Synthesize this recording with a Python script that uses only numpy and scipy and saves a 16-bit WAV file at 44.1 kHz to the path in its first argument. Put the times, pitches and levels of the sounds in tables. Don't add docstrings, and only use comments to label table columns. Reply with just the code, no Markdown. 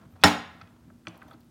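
import sys
import numpy as np
from scipy import signal
from scipy.fft import rfft, irfft
from scipy.io import wavfile
from scipy.ndimage import uniform_filter1d

SR = 44100
rng = np.random.default_rng(int(sys.argv[2]) if len(sys.argv) > 2 else 0)


def voltage_ratio(level):
    return 10 ** (np.asarray(level, float) / 20)


def to_wav(s):
    ch = np.atleast_2d(s).T
    pcm = np.round(np.clip(ch, -1, 1) * 32767)
    wavfile.write(sys.argv[1], SR, pcm.astype(np.int16))


N = 66150
T = np.arange(N) / SR

# start_s, level_db, brightness_hz
LID_BOUNCES = [
    (.2370, 1.5, 6000),
    (0.239, 2.5, 4840),
    (0.2417, -3.5, 5125),
    (.2443, 0.5, 1850),
    (0.2499, -2, 2210),
    (0.2542, -17.5, 1760),
    (0.2631, -12, 1840),
]
# pitch_hz, level_db, t60_s
CASTING_MODES = [(632.4, -2, .12), (841.8, -7.5, 0.28), (947.5, -6, 0.15), (1026, -12, .12),
                 (1308, -14, 0.081), (1444, -11, 0.048), (1490, -12, 0.045), (1620, -15, 0.091),
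                 (1856, -1, 0.1), (1970, -8.5, .04), (2600, -7.5, 0.035), (2970, -12, 0.078),
                 (3490, -11, .07), (4140, -4.5, .012)]
# pitch_hz, level_db, t60_s
LID_MODES = [(5360, -12, .07), (6750, -24, .07), (6740, -38, .45), (6795, -44, .4), (5340, -52, .35)]
# pitch_hz, level_db, t60_s
EDGE_MODES = [(2050, -12, .012), (3950, -8, .016), (2600, -14, .012), (8500, -22, .01), (14000, -22, .007)]
# pitch_hz, level_db, t60_s
TABLE_MODES = [(92.6, -2.5, .19), (183.9, 0, 0.2), (233.7, -5.5, 0.27), (293.8, 0.5, 0.22),
               (412.2, -3, 0.1), (320.3, -8, 0.13)]
# freq_hz, level_db
RATTLE_SPECTRUM = [(150, -24.5), (500, -6), (1800, 2.5), (3500, -4.5), (6000, -11.5), (10000, -21),
                   (16000, -30.5)]
# start_s, level_db, centre_hz, contact_s, spread_oct
KNOCKS = [(0.2128, -48, 4170, 0.0044, 0.75), (.2185, -50, 5300, 0.0036, .5),
          (.2245, -45.5, 1800, 0.0037, 1.5), (.229, -41.5, 2970, 0.0071, 0.42),
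          (0.6077, -50, 1800, .003, .8), (0.6121, -42, 1153, 0.0027, 0.79),
          (0.613, -38.5, 1310, 0.0034, 0.8), (0.6141, -45.5, 4480, 0.0019, 0.36),
          (0.6182, -46, 2175, 0.0041, 0.89), (.6740, -51.5, 2300, .004, 1.09),
          (.678, -51.5, 1200, .004, .7), (0.901, -51, 1320, 0.0031, .5), (.903, -51.5, 618, 0.0052, .5),
          (1.052, -52, 1350, .006, 0.65), (1.0700, -26.5, 2192, 0.0016, 1.08),
          (1.0735, -32.5, 893, 0.0067, 1.15), (1.082, -38.5, 6000, 0.0024, 0.77),
          (1.155, -56, 4000, 0.0033, 0.65), (1.2173, -42.5, 1500, .002, 1.14),
          (1.2214, -42.5, 1440, 0.0027, 0.53), (1.231, -49.5, 900, .004, .6), (1.281, -49, 644, .006, 0.38),
          (1.281, -57.5, 3540, 0.0051, 0.33), (1.309, -48.5, 1095, .003, 1.5),
          (1.3123, -44, 1350, .004, 0.23), (1.3123, -52, 3470, 0.0037, 0.32),
          (1.33, -57, 3410, 0.0031, 0.54), (1.335, -54, 4146, .0015, .25), (1.34, -54, 1350, 0.0056, 0.46)]
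# pitch_hz, level_db, t60_s
HELD_MODES = [(318, -6, .05), (619, -2, .035), (850, -8, .025), (1320, -1, .024), (1515, -3, .022),
              (1980, -5, .016), (2500, 0, .014), (3400, -6, .02), (4150, -8, .01), (4500, -6, .014),
              (5050, -10, .012), (6060, -10, .022), (8020, -13, .01), (9470, -16, .008)]
# start_s, level_db, pitch_hz, t60_s
BUMPS = [(0.06, -32.5, 129, 0.037), (0.13, -44, 101, 0.2), (0.162, -45, 90, 0.34), (0.215, -34, 182, 0.045),
         (0.621, -40.5, 98.7, 0.15), (.625, -45.5, 177, 0.16), (0.844, -43.5, 111, .12),
         (1.074, -41, 175.4, 0.27), (1.074, -36, 325, 0.11), (1.073, -38.5, 113, 0.12),
         (1.148, -50.5, 314, 0.15), (1.249, -46.5, 85, 0.11), (1.253, -42.5, 287, 0.12),
         (1.339, -45, 318.6, .1)]
# start_s, level_db, centre_hz
TICKS = [(0.2158, -54.5, 13050), (1.1743, -47, 14700), (1.178, -44.5, 13300), (1.2030, -65, 12500),
         (1.2298, -50, 12400), (1.2824, -49, 14560), (1.308, -52, 11000), (1.3107, -54, 10100),
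         (1.3170, -55, 13200), (1.3314, -49, 13960), (1.4059, -47.5, 13500), (1.4096, -54, 4000),
         (1.4158, -57, 4000), (1.4330, -58.5, 4184), (1.4460, -53, 14050), (1.4670, -61, 13900)]
# start_s, length_s, pitch_hz, fall_hz, level_db
SQUEAKS = [
    (.092, .048, 13900, 300, -72),
    (.197, .016, 2480, 0, -64),
    (1.288, .02, 14300, 700, -73),
    (1.277, .012, 6100, 0, -67),
    (1.277, .01, 9000, 0, -74),
]
# time_s, level_db
RUB_PRESSURE = [(0, -60), (.05, -61), (.08, -69), (.2, -63.5), (.235, -53), (.3, -80), (.6, -58),
                (.74, -69.5), (1.04, -78), (1.1, -55), (1.2, -60.5), (1.3, -60.5), (1.345, -60),
                (1.37, -88), (1.5, -80)]
# freq_hz, level_db
RUB_SPECTRUM = [(200, -11), (600, 4.5), (1300, 2.5), (2500, -12), (4500, -17), (8000, -31.5), (15000, -32)]
# freq_hz, level_db, t60_s
ROOM_BANDS = [(90, -9, 1), (250, 1, 0.41), (706, 4.5, 0.41), (1500, -4.5, 0.52), (2783, -1.5, 0.47),
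              (6000, -6, .36), (11000, -3.5, .3), (16400, 7.5, 0.18)]
# freq_hz, level_db_per_hz
AIR_SPECTRUM = [(30, -2), (60, -1), (150, -4.5), (260, -5.5), (560, -24), (1600, -31), (9000, -38.5),
                (15000, -41.5)]
# pitch_hz, rms_db
FRIDGE_LINES = [(237, -61), (108, -72), (328, -74)]

CASTING_DB, CRACK_DB, CRACK_S = -16.5, -8.5, 0.0015
TABLE_DB, TABLE_PUSH_S = -13, 0.0046
RATTLE_DB, RATTLE_S, RATTLE_GRAIN_DB = -12, 0.028, 2.5
KNOCK_RISE_CONTACTS, KNOCK_SCRATCH_DB, KNOCK_DETUNE_RATIO = 0.3, -6.5, 0.015
TICK_S, TICK_WIDTH_RATIO = 0.00023, 0.3
SQUEAK_WOBBLE_HZ = 152
RUB_GRAIN_DB = 2.5
ROOM_DB, ROOM_BUILD_S, LATE_DB, LATE_STRETCH = -8.5, 0.0025, -16.5, 1.6
RINGS_WET_DB, KNOCK_WET_DB, FINE_WET_GAIN = -7, -7, 0.27
AIR_DB, RUMBLE_WANDER_DB = -56.5, 1.5
HUM_WANDER_DB, HUM_WANDER_HZ = 1.2, 0.8
MIC_LOW_HZ, MIC_TOP_HZ = 72, 15900


def colour(x, points):
    points_hz, points_db = np.array(points).T
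    hz = np.arange(len(x) // 2 + 1) * SR / len(x) + 1
    gain_db = np.interp(np.log(hz), np.log(points_hz), points_db)
    return irfft(rfft(x) * voltage_ratio(gain_db), len(x))


def level(x, db):
    return x * voltage_ratio(db) / np.sqrt(np.mean(x ** 2))


def walk(rate_hz):
    k = int(SR / rate_hz)
    steps = np.repeat(rng.standard_normal(N // k + 1), k)
    return 1.6 * uniform_filter1d(uniform_filter1d(steps, k), k)[:N]


def since(start_s):
    return np.maximum(T - start_s, 0), T >= start_s


def ring(start_s, modes, gains_db=None, shorten=0.97):
    t, on = since(start_s)
    if gains_db is None:
        gains_db = np.zeros(len(modes))
    out = 0
    for (hz, db, t60_s), gain_db in zip(modes, gains_db):
        out = out + voltage_ratio(db + gain_db) * np.sin(2 * np.pi * hz * t) * voltage_ratio(-60 * t / (t60_s * shorten))
    return on * out


def bandpass(x, edges_hz):
    return signal.sosfilt(signal.butter(2, edges_hz, "bandpass", fs=SR, output="sos"), x)


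def burst(start_s, length_s, hz, width_ratio):
    t, on = since(start_s)
    edges_hz = np.clip([hz * (1 - width_ratio), hz * (1 + width_ratio)], 30, 0.45 * SR)
    y = bandpass(rng.standard_normal(N) * on * np.exp(-t / length_s), edges_hz)
    return y / np.max(np.abs(y))


def push(start_s, modes):
    return ring(start_s, modes) * (1 - np.exp(-since(start_s)[0] / TABLE_PUSH_S))


def rattle(start_s):
    t, on = since(start_s)
    grain = rng.standard_normal(N) * voltage_ratio(RATTLE_GRAIN_DB * walk(700))
    return level(colour(grain, RATTLE_SPECTRUM), RATTLE_DB) * on * np.exp(-t / RATTLE_S)


def clack():
    first_s, second_s, third_s = [bounce[0] for bounce in LID_BOUNCES[:3]]
    mode_hz = np.array(CASTING_MODES)[:, 0]
    rings, noises = ring(third_s, LID_MODES), 0
    for start_s, db, bright_hz in LID_BOUNCES:
        dulling_db = -20 * np.log10(1 + (mode_hz / bright_hz) ** 2)
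        rings = rings + voltage_ratio(db + CASTING_DB) * ring(start_s, CASTING_MODES, dulling_db)
        noises = noises + voltage_ratio(db + CRACK_DB) * burst(start_s, CRACK_S, 0.5 * bright_hz, 0.72)
    rings = rings + ring(first_s, EDGE_MODES) + ring(second_s, EDGE_MODES)
    rings = rings + voltage_ratio(TABLE_DB) * push(second_s, TABLE_MODES)
    return rings, noises + rattle(first_s)


def knocks():
    taps, scratches = np.zeros(N + SR), 0
    t = T[:SR // 10, None]
    hz, gain_db, t60_s = np.array(HELD_MODES).T
    for start_s, db, centre_hz, contact_s, spread_oct in KNOCKS:
        bend = 1 + KNOCK_DETUNE_RATIO * rng.standard_normal(len(hz))
        near_db = gain_db - 6 * (np.log2(hz / centre_hz) / spread_oct) ** 2
        rise = 1 - np.exp(-t / (KNOCK_RISE_CONTACTS * contact_s))
        modes = voltage_ratio(near_db - 60 * t / t60_s) * np.sin(2 * np.pi * hz * bend * t) * rise
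        tap = np.sum(modes, axis=1)
        start = int(start_s * SR)
        taps[start:start + len(tap)] += voltage_ratio(db) * tap / np.max(np.abs(tap))
        scratch = burst(start_s, contact_s, centre_hz, np.clip(0.3 * spread_oct, 0.1, 0.8))
        scratches = scratches + voltage_ratio(db + KNOCK_SCRATCH_DB) * scratch
    return taps[:N], scratches


def bumps():
    return sum(push(start_s, [(hz, db, t60_s)]) for start_s, db, hz, t60_s in BUMPS)


def ticks():
    return sum(voltage_ratio(db) * burst(start_s, TICK_S, hz, TICK_WIDTH_RATIO) for start_s, db, hz in TICKS)


def squeaks():
    out = 0
    for start_s, length_s, hz, fall_hz, db in SQUEAKS:
        progress = np.clip((T - start_s) / length_s, 0, 1)
        pitch_hz = hz - fall_hz * progress + SQUEAK_WOBBLE_HZ * hz / 14000 * walk(180)
        swell = np.sqrt(np.abs(np.sin(np.pi * progress)))
        tone = np.sin(2 * np.pi * np.cumsum(pitch_hz) / SR)
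        out = out + voltage_ratio(db + 2.0 * walk(300)) * swell * tone
    return out


def rub():
    grain = rng.standard_normal(N) * voltage_ratio(RUB_GRAIN_DB * walk(220))
    pressure_db = np.interp(T, *np.array(RUB_PRESSURE).T)
    return level(colour(grain, RUB_SPECTRUM), 0) * voltage_ratio(pressure_db)


def room(x):
    t, tail = T[:int(0.7 * SR)], 0
    bands_hz, bands_db, bands_t60_s = np.array(ROOM_BANDS).T
    for hz in 60 * 2 ** np.arange(0, 8.2, 0.5):
        db = np.interp(np.log(hz), np.log(bands_hz), bands_db)
        t60_s = np.interp(np.log(hz), np.log(bands_hz), bands_t60_s)
        band = bandpass(rng.standard_normal(len(t)), [hz / 2 ** 0.25, hz * 2 ** 0.25])
        early = voltage_ratio(db - 60 * t / t60_s)
        late = voltage_ratio(db + LATE_DB - 60 * t / (t60_s * LATE_STRETCH))
        tail = tail + (early + late) * band
    tail = tail * (1 - np.exp(-t / ROOM_BUILD_S))
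    tail = tail / np.sqrt(np.sum(tail ** 2))
    return signal.fftconvolve(x, tail)[:N] * voltage_ratio(ROOM_DB)


def fridge():
    out = 0
    for hz, db in FRIDGE_LINES:
        gain = voltage_ratio(db + 3 + HUM_WANDER_DB * walk(12))
        out = out + gain * np.sin(2 * np.pi * np.cumsum(hz + HUM_WANDER_HZ * walk(10)) / SR)
    return out


def room_noise():
    noise = level(colour(rng.standard_normal(N), AIR_SPECTRUM), AIR_DB)
    low = signal.sosfiltfilt(signal.butter(2, 400, fs=SR, output="sos"), noise)
    return noise - low + low * voltage_ratio(RUMBLE_WANDER_DB * walk(20))


def scene():
    rings, noises = clack()
    taps, scratches = knocks()
    fine = ticks() + squeaks()
    noises = noises + rub() + scratches
    wet = room(noises + voltage_ratio(RINGS_WET_DB) * rings + voltage_ratio(KNOCK_WET_DB) * taps + FINE_WET_GAIN * fine)
    return (rings + noises + taps + bumps() + fine + wet + fridge() + room_noise())[None]


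def low_pass(x):
    return signal.sosfilt(signal.butter(12, 16490, fs=SR, output="sos"), x)


def record(dry):
    x = np.tanh(dry)
    x = signal.sosfilt(signal.butter(3, MIC_LOW_HZ, "highpass", fs=SR, output="sos"), x)
    x = signal.sosfilt(signal.ellip(8, 0.2, 60, MIC_TOP_HZ, fs=SR, output="sos"), x)
    return low_pass(x)


dry = scene()
out = record(dry)
to_wav(out)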